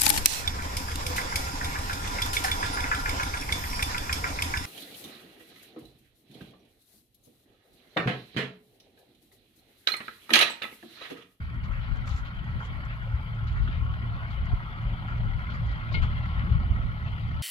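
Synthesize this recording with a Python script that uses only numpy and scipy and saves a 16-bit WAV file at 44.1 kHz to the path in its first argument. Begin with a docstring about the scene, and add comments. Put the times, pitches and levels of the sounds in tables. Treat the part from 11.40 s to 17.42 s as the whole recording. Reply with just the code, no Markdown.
"""A low, uneven engine hum runs throughout under a rumbling breeze: a diesel tractor draws a hay rake across
an open field towards a hand-held pair of microphone ports. Its exhaust is a few wavering sines over
turbulence, its block is noise puffing with each knock; rake clanks and the loudest knocks are short bursts.
Close by, the breeze buffets the ports as low noise and single pulses, and dry straw rustles in tiny snaps.
The ports drop the deepest bass and add a faint, flickering hiss."""
import sys
import numpy as np
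from scipy import signal
from scipy.fft import rfft, irfft
from scipy.io import wavfile
from scipy.ndimage import uniform_filter1d, map_coordinates

SR = 44100
rng = np.random.default_rng(int(sys.argv[2]) if len(sys.argv) > 2 else 0)


def wrap_up_sound(samples):
    """Save the sound to the file named by the first command line argument, as 16-bit audio."""
    columns = np.atleast_2d(samples).T
    # keep every value between -1 and 1, then stretch to whole-number steps
    tamed = np.clip(columns, -1, 1)
    steps = np.round(tamed * 32767).astype(np.int16)
    wavfile.write(sys.argv[1], SR, steps)


N = 265570


def gain_of(db):
    """Decibels to an amplitude factor."""
    return 10 ** (np.asarray(db) / 20)


def evened(x):
    """Scales to rms 1, taking all rows together."""
    return x / np.sqrt(np.mean(x ** 2) + 1e-20)


def read(points, column=1):
    """A column of a spectrum table at every bin, interpolated on a log-frequency axis."""
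    table = np.array(points, float)
    bins_hz = np.fft.rfftfreq(N, 1 / SR)
    return np.interp(np.log(bins_hz + 1), np.log(table[:, 0] + 1), table[:, column])


def follow(rows):
    """The columns of a time table at every sample."""
    times_s, *columns = np.transpose(rows)
    return [np.interp(np.arange(N) / SR, times_s, column) for column in columns]


def coloured(x, points):
    """Filters by a spectrum table that falls away beyond its ends."""
    table = [(0.0044, -93)] + list(points) + [(22050, -77.0)]
    return irfft(rfft(x) * gain_of(read(table)), N)


def wander(top_hz):
    """Slow random drift of rms 1: low-passed noise."""
    lowpass = signal.butter(N=2, Wn=top_hz, fs=SR, output="sos")
    return evened(signal.sosfilt(lowpass, rng.standard_normal(N)))


def add(mix, start_s, sound):
    """Mixes a sound in at a time, cut off at the end of the scene."""
    part = mix[max(round(start_s * SR), 0):][:len(sound)]
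    part += sound[:len(part)]


def split(x, left_db):
    """Shares a sound between the ports, the left louder by left_db."""
    return np.array([x * gain_of(left_db / 2), x * gain_of(-left_db / 2)])


# exhaust orders: (multiple of the knock rate, relative level [dB])
EXHAUST_ORDERS = [(0.999, -3), (1.5, -5.5), (3, 0.5), (3.75, -10.5), (4.2, -12.5), (5, -17)]
# exhaust turbulence: (frequency [Hz], relative density [dB])
EXHAUST_TURBULENCE = [(60, 5.5), (100, 4.5), (150, -1), (190, -8), (240, -13), (320, -24.5)]
# the second multiple swells on its own: (time [s], level [dB])
SECOND_ORDER_LEVEL = [(0.0, -39.5), (0.7, -47), (1.0, -47), (1.42, -40), (1.56, -63), (1.76, -35),
                      (1.98, -55), (2.04, -33), (2.55, -34), (2.93, -49.5), (3.02, -28.5), (3.15, -37),
                      (3.2, -51.5), (4.29, -35.5), (4.41, -58), (4.58, -26.5), (4.68, -34.5), (5.33, -28.5),
                      (5.38, -42), (6.02, -31.5)]


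def exhaust(turns, level_db):
    """Low orders as sines wavering in strength and phase, over turbulence; two rows differ in their noise."""
    tones = 0
    for multiple, order_db in EXHAUST_ORDERS:
        strength = np.sqrt(2) * gain_of(order_db + 3.2 * wander(8))
        cycles = multiple * turns + rng.random() + 0.038 * multiple * wander(7)
        tones = tones + strength * np.sin(2 * np.pi * cycles)
    turbulence = evened(coloured(rng.standard_normal((2, N)), EXHAUST_TURBULENCE))
    drone = turbulence * gain_of(-4.0 + 2.7 * wander(13.0))
    second_cycles = 2 * turns + rng.random() + 0.11 * wander(8.0)
    second_strength = np.sqrt(2) * gain_of(follow(SECOND_ORDER_LEVEL)[0])
    return gain_of(level_db) * (tones + drone) + second_strength * np.sin(2 * np.pi * second_cycles)


# broad engine noise at the left port: (frequency [Hz], relative density [dB])
CLATTER_SPECTRUM = [(300, -12.5), (470, -16.5), (560, -7.5), (800, -7.5), (1200, -4.5), (1500, -1),
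                    (1750, -5.5), (2200, -4), (2600, -11), (3200, -7), (3700, -17), (4200, -18.5),
                    (4850, -22.5), (5100, -29.5), (6500, -39), (8000, -66.5)]
# resonances of the engine block: (frequency [Hz], width [Hz], relative level [dB])
BLOCK_MODES = [(1085, 60, -6), (1332, 75, 0), (1930, 100, -9), (2990, 110, -9), (4060, 90, -18),
               (4262, 45, -17), (4780, 80, -22)]


def clatter(turns, level_db, tilt_db):
    """Noise puffs with each knock, wide and through the resonances of the block; knocks differ in strength."""
    strength = gain_of(3.5 * rng.standard_normal(400))[turns.astype(int)]  # one draw per knock
    puff = strength * np.sin(np.pi * (turns % 1)) ** 4
    wide = evened((1 + .18 * puff) * rng.standard_normal((2, N)))
    drive = evened((1 + .9 * puff) * rng.standard_normal((2, N)))
    hz = np.fft.rfftfreq(N, 1 / SR)
    power = sum(gain_of(2 * db) / (1 + (2 * (hz - f) / width) ** 2) ** 2 for f, width, db in BLOCK_MODES)
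    ringing = irfft(rfft(drive) * np.sqrt(power), N) * gain_of(3)
    engine = coloured(wide, CLATTER_SPECTRUM) + ringing
    return gain_of(level_db) * evened(patchy(engine, 2.03, tilt_db))


def patchy(x, depth_db, tilt_db):
    """Level drifts in patches, brief and wide or long and narrow, as moving air and hay lie between; slow tilt."""
    streaks_db = 2.3  # narrow partials come and go
    hz, t, z = signal.stft(x, SR, nperseg=1024, noverlap=896)
    brief, lasting = rng.standard_normal((2, *z.shape[1:]))
    brief = evened(uniform_filter1d(uniform_filter1d(brief, size=10, axis=0), size=7, axis=1))
    lasting = evened(uniform_filter1d(uniform_filter1d(lasting, size=2, axis=0), size=45, axis=1))
    octaves = np.log2(np.clip(hz, 500, 8000) / 1800)[:, None]
    tilt = octaves * np.interp(t, np.arange(N) / SR, tilt_db)
    z = z * gain_of(depth_db * brief + streaks_db * lasting + tilt)
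    return signal.istft(z, SR, nperseg=1024, noverlap=896)[1][:, :N]


# rake clanks and the loudest engine knocks: (time [s], rattle level [dB], centre [Hz], spread [octaves],
# length [s], tine chatter level [dB]); the burst's envelope shapes both levels
CLANKS_AND_LOUD_KNOCKS = [(0.231, -50.5, 2480, 1.1, 0.041, -62), (0.312, -45.5, 1900, 0.56, 0.12, -70),
                          (0.421, -47.5, 2550, 0.74, 0.054, -79), (0.538, -45.5, 1560, 0.12, 0.039, -79),
                          (0.674, -39, 1480, 0.69, 0.014, -60), (0.703, -45, 3200, 0.39, 0.021, -55),
                          (0.847, -47.5, 2400, 0.88, 0.05, -63.5), (1.073, -46, 1330, 0.85, 0.044, -69),
                          (1.201, -37.5, 1430, 0.27, 0.028, -65), (1.208, -40, 915, 0.27, 0.0068, -68),
                          (1.221, -43.5, 900, 0.2, 0.016, -68), (1.347, -49, 1480, 0.7, 0.029, -71),
                          (1.493, -41.5, 1850, 0.77, 0.049, -73), (1.757, -49, 1430, 0.79, 0.023, -66),
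                          (2.068, -49, 3720, 0.89, 0.033, -63), (2.152, -42.5, 1410, 0.43, 0.074, -66.5),
                          (2.224, -56, 4000, 0.26, 0.054, -72), (2.273, -40, 1500, 0.27, 0.02, -72),
                          (2.275, -44.5, 3100, 0.23, 0.029, -70), (2.305, -43, 1750, 1, 0.097, -76.5),
                          (2.438, -59, 1345, 0.21, 0.039, -78), (2.536, -39.5, 1350, 0.3, 0.0087, -68),
                          (2.537, -45, 2990, 0.27, 0.007, -69), (2.898, -51.5, 2590, 0.88, 0.053, -67),
                          (2.923, -49, 3040, 0.18, 0.026, -74), (3.41, -59, 1390, 0.75, 0.026, -63),
                          (3.557, -55, 1420, 0.45, 0.01, -70), (3.673, -41.5, 1440, 0.52, 0.066, -62.5),
                          (3.984, -44, 1430, 0.77, 0.067, -74), (4.065, -44, 2170, 0.18, 0.024, -76),
                          (4.099, -44, 2170, 1.1, 0.033, -68), (4.137, -40, 1500, 0.65, .03, -56),
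                          (4.26, -47, 1400, 0.46, .02, -60), (4.314, -56, 3000, 0.77, 0.018, -61),
                          (4.282, -51.5, 2880, 0.79, 0.06, -69), (4.523, -47.5, 4500, 0.4, 0.02, -56.5),
                          (4.536, -40, 2900, 0.63, 0.053, -60.5), (4.55, -32, 2870, .6, 0.01, -68),
                          (4.616, -39.5, 2840, 0.33, 0.035, -57.5), (4.621, -36.5, 1094, .9, 0.036, -54),
                          (4.632, -35, 1460, 0.17, 0.013, -62.5), (4.644, -48.5, 1500, 0.97, 0.037, -69),
                          (4.852, -40.5, 1450, 0.79, 0.017, -61), (4.975, -43, 1200, 0.79, 0.014, -73),
                          (4.99, -41, 1600, 0.88, 0.047, -71), (5.423, -46, 1520, 1.1, 0.019, -75),
                          (5.659, -45, 2920, 0.24, 0.039, -64)]
# smaller clanks at random moments; ranges of the same columns after the time
SMALL_CLANKS = 40
SMALL_LOW, SMALL_HIGH = (-56, 1000, .3, .005, -74), (-48, 3000, .8, 0.02, -67)
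# thin spring tines: (frequency [Hz], width [Hz], relative level [dB])
TINE_MODES = [(3957, 35, 2), (4262, 30, 4), (4561, 35, 0), (4782, 50, 2), (5411, 55, -3), (5986, 30, -3),
              (6160, 40, -7), (6558, 30, -2), (6831, 40, -5), (7304, 30, -6)]
# blows hard enough to ring the frame: (time [s], ring level [dB])
HARD_BLOWS = [(4.542, -26.5)]
# modes of the steel frame: (frequency [Hz], relative level [dB], time to fall 60 dB [s])
FRAME_MODES = [(894, -16, .1), (1432, -6, .1), (2159, 0, .4), (2215, -11, .15), (2487, -13, .12),
               (2837, -10, .1), (2990, -6, .06), (3198, -13, .06), (3838, -15, .1), (4262, -10, .08),
               (4511, -13, .06), (4782, -16, .05), (5411, -26, .05)]


def rake_and_loud_knocks():
    """Each clank or loud knock is a rattle with thin chatter; a hard blow rings the frame until hay damps it."""
    partials_db = 2.5  # each burst excites its own uneven set of partials
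    out, t = np.zeros((2, N)), np.arange(4096) / SR
    hz = np.fft.rfftfreq(len(t), 1 / SR) + 1
    tines = sum(gain_of(db) / (1 + 2j * (hz - f) / width) for f, width, db in TINE_MODES)
    tines = tines / (1 + (hz / 8500) ** 5)
    columns = len(CLANKS_AND_LOUD_KNOCKS[0])
    small = rng.uniform((0, *SMALL_LOW), (N / SR, *SMALL_HIGH), (SMALL_CLANKS, columns))
    bursts = np.vstack([small, CLANKS_AND_LOUD_KNOCKS])
    for start_s, rattle_db, centre_hz, spread, length, tines_db in bursts:
        *draws, pick = rng.standard_normal((3, len(t)))
        blow = (1 - np.exp(-(t / (0.081 * length)) ** 2)) * np.exp(-(t / length) ** 2)
        hump = 1 / (1 + (np.log2(hz / centre_hz) / spread) ** 4)
        hump = hump / (1 + (hz / 4800) ** 8) / (1 + (600 / hz) ** 4)
        hump = hump * gain_of(partials_db * np.interp(hz / 70, np.arange(len(pick)), pick))
        for row, draw in zip(out, draws):
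            rattle = evened(irfft(rfft(draw) * hump, len(t)))
            chatter = evened(irfft(rfft(draw) * tines, len(t)))
            add(row, start_s, (gain_of(rattle_db) * rattle + gain_of(tines_db) * chatter) * blow)
    damped = (1 - np.exp(-t / .001)) * np.exp(-(t / .054) ** 8)
    for start_s, ring_db in HARD_BLOWS:
        ring = 0
        for f, mode_db, t60 in FRAME_MODES:
            ring = ring + gain_of(mode_db - 60 * t / t60) * np.sin(2 * np.pi * (f * t + rng.random()))
        add(out[0], start_s, gain_of(ring_db) * ring * damped)  # first row only: the ring is not scattered
    return out


# right port against left for the far tractor: (frequency [Hz], likeness [0-1], left lead [rad],
# left louder [dB])
PORT_DIFFERENCE = [(40, .8, .1, 2), (140, .75, .15, 3), (345, .85, .2, 1), (600, .68, .4, .5),
                   (860, .76, .65, -1.5), (1030, .7, 1.3, -2), (1200, .75, 1.8, -.5), (1380, .82, 1.95, -2),
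                   (1550, .93, 2.8, -.5), (1720, .93, 3.0, 0), (1900, .75, 3.45, -2.5),
                   (2150, .5, 4.7, 5.5), (2400, .55, 4.2, 6.5), (2750, .5, 4.5, 7), (3100, .68, 4.9, 8),
                   (3600, .4, 6.5, 13), (4300, .4, 7.3, 13), (5200, .3, 7.7, 19), (8350, .3, 12, 17)]
# the scattered part fades as the tractor nears: (level at the start [dB], at the end [dB])
SCATTER_LEVEL = (2, -6)
# the right port hears the tractor later as it crosses: (advance at the start [samples], at the end [samples])
CROSSING_ADVANCE = (.9, -.9)


def ports(far):
    """The right port hears the first row later and duller, mixed with an unlike part scattered off the hay."""
    far = far * signal.windows.tukey(N, .002)  # soft ends keep the filter from clicking
    direct = rfft(far[0])
    scattered = rfft(far[1] * gain_of(np.linspace(*SCATTER_LEVEL, N)))
    likeness = np.clip(read(PORT_DIFFERENCE), 0, 1)
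    lag = np.exp(-1j * read(PORT_DIFFERENCE, column=2))
    right = likeness * lag * direct + np.sqrt(1 - likeness ** 2) * scattered
    right = irfft(right / gain_of(read(PORT_DIFFERENCE, column=3)), N)
    moments = np.arange(N) + np.linspace(*CROSSING_ADVANCE, N)
    return np.array([far[0], map_coordinates(right, [moments], order=3, mode="mirror")])


# the breeze swells and drops: (time [s], level [dB], left louder [dB])
BREEZE_LEVEL = [(0, -33.5, 4), (.45, -32, 11), (.74, -35, 14), (.79, -33, -4), (.95, -47, 23),
                (1.16, -24, 7), (1.21, -56, -8), (1.3, -36.5, 10), (1.9, -41.5, 20), (2.15, -27, 0.5),
                (2.48, -29.5, 2.5), (2.56, -36, 11), (2.9, -34.5, 4), (3.12, -25.5, 9), (3.2, -41, 14.5),
                (3.47, -37.5, 0), (3.63, -41, 1), (3.86, -26, 10.5), (4.05, -39.5, 0), (4.3, -29.5, -10),
                (4.45, -38.5, -9), (4.56, -22, 8.5), (4.9, -38.5, -8), (5.12, -25, -1.5), (5.5, -36.5, -10),
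                (5.85, -36.5, -10.5), (6.02, -38, -19)]
# low turbulence: (frequency [Hz], relative density [dB])
BREEZE_SPECTRUM = [(12, -34), (20, 11), (43, 8), (118, -8), (244, -22), (321, -39), (450, -34.5),
                   (580, -50.5), (990, -120)]
# single buffets: (centre time [s], peak level [dB], pitch [Hz], left louder [dB], 1 push or -1 suction)
SINGLE_BUFFETS = [(0.173, -54, 60, 3, 1), (0.715, -18.5, 64, 8, -1), (0.746, -19, 59, 1, -1),
                  (1.156, -46, 72, 11, 1), (1.745, -18, 65.5, 3, 1), (2.291, -33, 218, 0, 1),
                  (2.422, -25.5, 65, 15, -1), (2.504, -17.5, 71, -1, 1), (3.135, -19, 67, -18, -1),
                  (3.136, -34.5, 244, -10, -1), (3.468, -28, 67, 14, 1), (3.953, -24.5, 59.6, 20, 1),
                  (4.983, -17, 65.5, 10, 1), (5.119, -14, 79.5, 9, 1), (5.156, -15, 79.8, 13.5, 1),
                  (5.309, -15.5, 59.5, -12, 1), (5.4, -27, 64.6, -15, 1)]


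def breeze():
    """Lumpy low turbulence, mostly its own at each port, and single buffets of about one cycle."""
    level_db, left_db = follow(BREEZE_LEVEL)
    shared, left, right = (evened(coloured(rng.standard_normal(N), BREEZE_SPECTRUM)) for _ in range(3))
    out = np.array([.25 * shared + .97 * left, .25 * shared + .97 * right])
    lumps_db = np.array([3.2 * wander(10), 3.2 * wander(10)])  # each port's own unevenness
    out *= gain_of(lumps_db) * split(gain_of(level_db), left_db)
    t = np.arange(-1764, 1764) / SR
    for centre_s, peak_db, hz, pan_db, push in SINGLE_BUFFETS:
        u = t * hz * np.pi
        pulse = np.sign(push) * gain_of(peak_db) * (1 - 2 * u ** 2) * np.exp(-u ** 2)
        for port, sound in zip(out, split(pulse, pan_db)):
            add(port, centre_s + t[0], sound)
    return out


# gusts flutter higher when they strike a port: (time [s], level [dB], left louder [dB])
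FLUTTER_LEVEL = [(0.0, -48.5, 4.5), (1.31, -47.5, -4), (1.34, -47, 5), (1.44, -54.5, 0), (2.18, -53, -1.0),
                 (2.38, -47.5, 1), (2.51, -65, -5), (2.63, -43, -2), (2.68, -51.5, 1), (3.75, -49, 1.0),
                 (3.79, -48.5, 1.5), (4.07, -48, -7), (4.14, -35, 8), (4.19, -52, -1), (4.36, -53, -1.5),
                 (4.44, -50, 10), (4.54, -46.5, -3), (4.58, -39, 12), (4.64, -44.5, 1.0), (4.93, -52.5, -2),
                 (5.06, -43.5, 12), (5.26, -43.5, -8), (5.67, -49, 0.5), (6.02, -48, -1.5)]
# faster turbulence: (frequency [Hz], relative density [dB])
FLUTTER_SPECTRUM = [(90, -17), (150, 3), (230, -3.5), (320, -17.5), (450, -25.5), (900, -71)]


def flutter():
    """The faster, lumpy part of the turbulence, partly shared by the two ports."""
    level_db, left_db = follow(FLUTTER_LEVEL)
    shared, left, right = evened(coloured(rng.standard_normal((3, N)), FLUTTER_SPECTRUM))
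    noise = np.array([.85 * shared + .53 * left, .85 * shared + .53 * right])
    return noise * gain_of(2.8 * wander(10.9)) * split(gain_of(level_db), left_db)


# straw rustles close by: (time [s], level before the envelope [dB], length [s], left louder [dB])
CLEAR_RUSTLES = [(0.653, -58, 0.027, 10), (0.671, -44.5, 0.0097, 2), (0.679, -53, 0.03, 13),
                 (0.708, -62, 0.037, 19), (0.732, -58, 0.029, 8), (0.756, -55, 0.03, -5),
                 (0.769, -56.5, 0.045, 7), (1.216, -64.5, 0.053, 13), (1.238, -64, 0.036, 3),
                 (1.443, -64, 0.019, 15)]
# fainter rustles at random moments; ranges of the same columns after the time
FAINT_RUSTLES = 60
FAINT_LOW, FAINT_HIGH = (-76.5, 0.0076, 1.9), (-62.5, 0.014, 6.5)
# dry straw: (frequency [Hz], relative density [dB])
STRAW_SPECTRUM = [(800, 6), (2000, 6), (4000, 4), (5500, 2), (7500, 0), (8100, -12), (10500, -14),
                  (13000, -13)]


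def straw():
    """Clumps of tiny snaps: noise of quickly varying strength, unlike at each port."""
    shape, t = np.zeros((2, N)), np.arange(6000) / SR
    faint = rng.uniform((0, *FAINT_LOW), (N / SR, *FAINT_HIGH), (FAINT_RUSTLES, len(CLEAR_RUSTLES[0])))
    for start_s, level_db, length, left_db in np.vstack([faint, CLEAR_RUSTLES]):
        clump = (1 - np.exp(-(t / (.25 * length)) ** 2)) * np.exp(-(t / length) ** 2)
        for port, sound in zip(shape, split(gain_of(level_db) * clump, left_db)):
            add(port, start_s, sound)
    snaps = rng.standard_normal((2, N)) * gain_of(3.2 * wander(500))
    return shape * evened(coloured(snaps, STRAW_SPECTRUM))


# knock rate of the engine: (time [s], rate [knocks per second])
KNOCK_RATE = [(0, 38.27), (1, 38.27), (2, 37.93), (6.02, 37.93)]
# the hum grows as the tractor nears and surges unevenly: (time [s], level [dB])
HUM_LEVEL = [(0.0, -38), (0.05, -46.5), (0.59, -40.5), (0.72, -40), (0.77, -54), (0.84, -44.5), (1.09, -38),
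             (1.32, -47), (1.41, -40), (2.46, -36.5), (3.0, -40.5), (3.12, -34), (3.17, -40.5),
             (3.37, -40.5), (3.44, -31), (3.62, -38), (3.79, -33.5), (4.07, -43), (4.22, -32),
             (4.44, -42.5), (4.49, -35), (5.08, -34.5), (5.13, -31.5), (5.21, -36), (5.72, -35.5),
             (6.02, -37)]
# engine block in motion: (time [s], clatter level [dB], brightness [dB per octave])
CLATTER_MOTION = [(0.0, -49, 1.5), (0.27, -49, -2.2), (0.5, -44.5, 0.4), (1.04, -46.5, -0.7),
                  (1.24, -44.5, -0.6), (1.52, -46, -0.7), (3.55, -43.5, -1), (3.82, -44.5, -0.1),
                  (4.69, -41, -0.75), (4.9, -41.5, -0.5), (5.3, -43.5, -1.5), (6.02, -44.5, 1)]


def scene():
    """The far tractor and rake through the ports, with the breeze and straw close by."""
    turns = np.cumsum(follow(KNOCK_RATE)[0]) / SR + .55  # knocks so far
    far = exhaust(turns, *follow(HUM_LEVEL))
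    far = far + clatter(turns, *follow(CLATTER_MOTION)) + rake_and_loud_knocks()
    return ports(far) + breeze() + flutter() + straw()


# preamplifier hiss: (frequency [Hz], left relative density [dB], right relative density [dB])
HISS_SPECTRUM = [(2000, -34.5, -53.5), (3980, -15.5, -29), (9000, -5, -19.5), (11200, -8.5, -19.5),
                 (11300, -0.5, -15.5), (13200, 0, -17.5)]


def record(dry):
    """The capsules drop the deepest bass and add flickering hiss, stronger on the left; then the band limit."""
    highpass = signal.butter(N=4, Wn=36, btype="high", fs=SR, output="sos")
    thinned = signal.sosfilt(highpass, dry)
    hiss_gain = gain_of([read(HISS_SPECTRUM), read(HISS_SPECTRUM, column=2)])
    hiss = irfft(rfft(rng.standard_normal((2, N))) * hiss_gain, N) * gain_of(-66.0 + 1.1 * wander(14))
    faded = (thinned + hiss) * signal.windows.tukey(N, .001)
    padded = np.pad(faded, ((0, 0), (255, 255)), "reflect", reflect_type="odd")
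    band_limit = signal.firwin(511, 13050, window=("kaiser", 9), fs=SR)  # low-pass edge in Hz
    return signal.oaconvolve(padded, band_limit[None], "valid")


dry = scene()
out = record(dry)
wrap_up_sound(out)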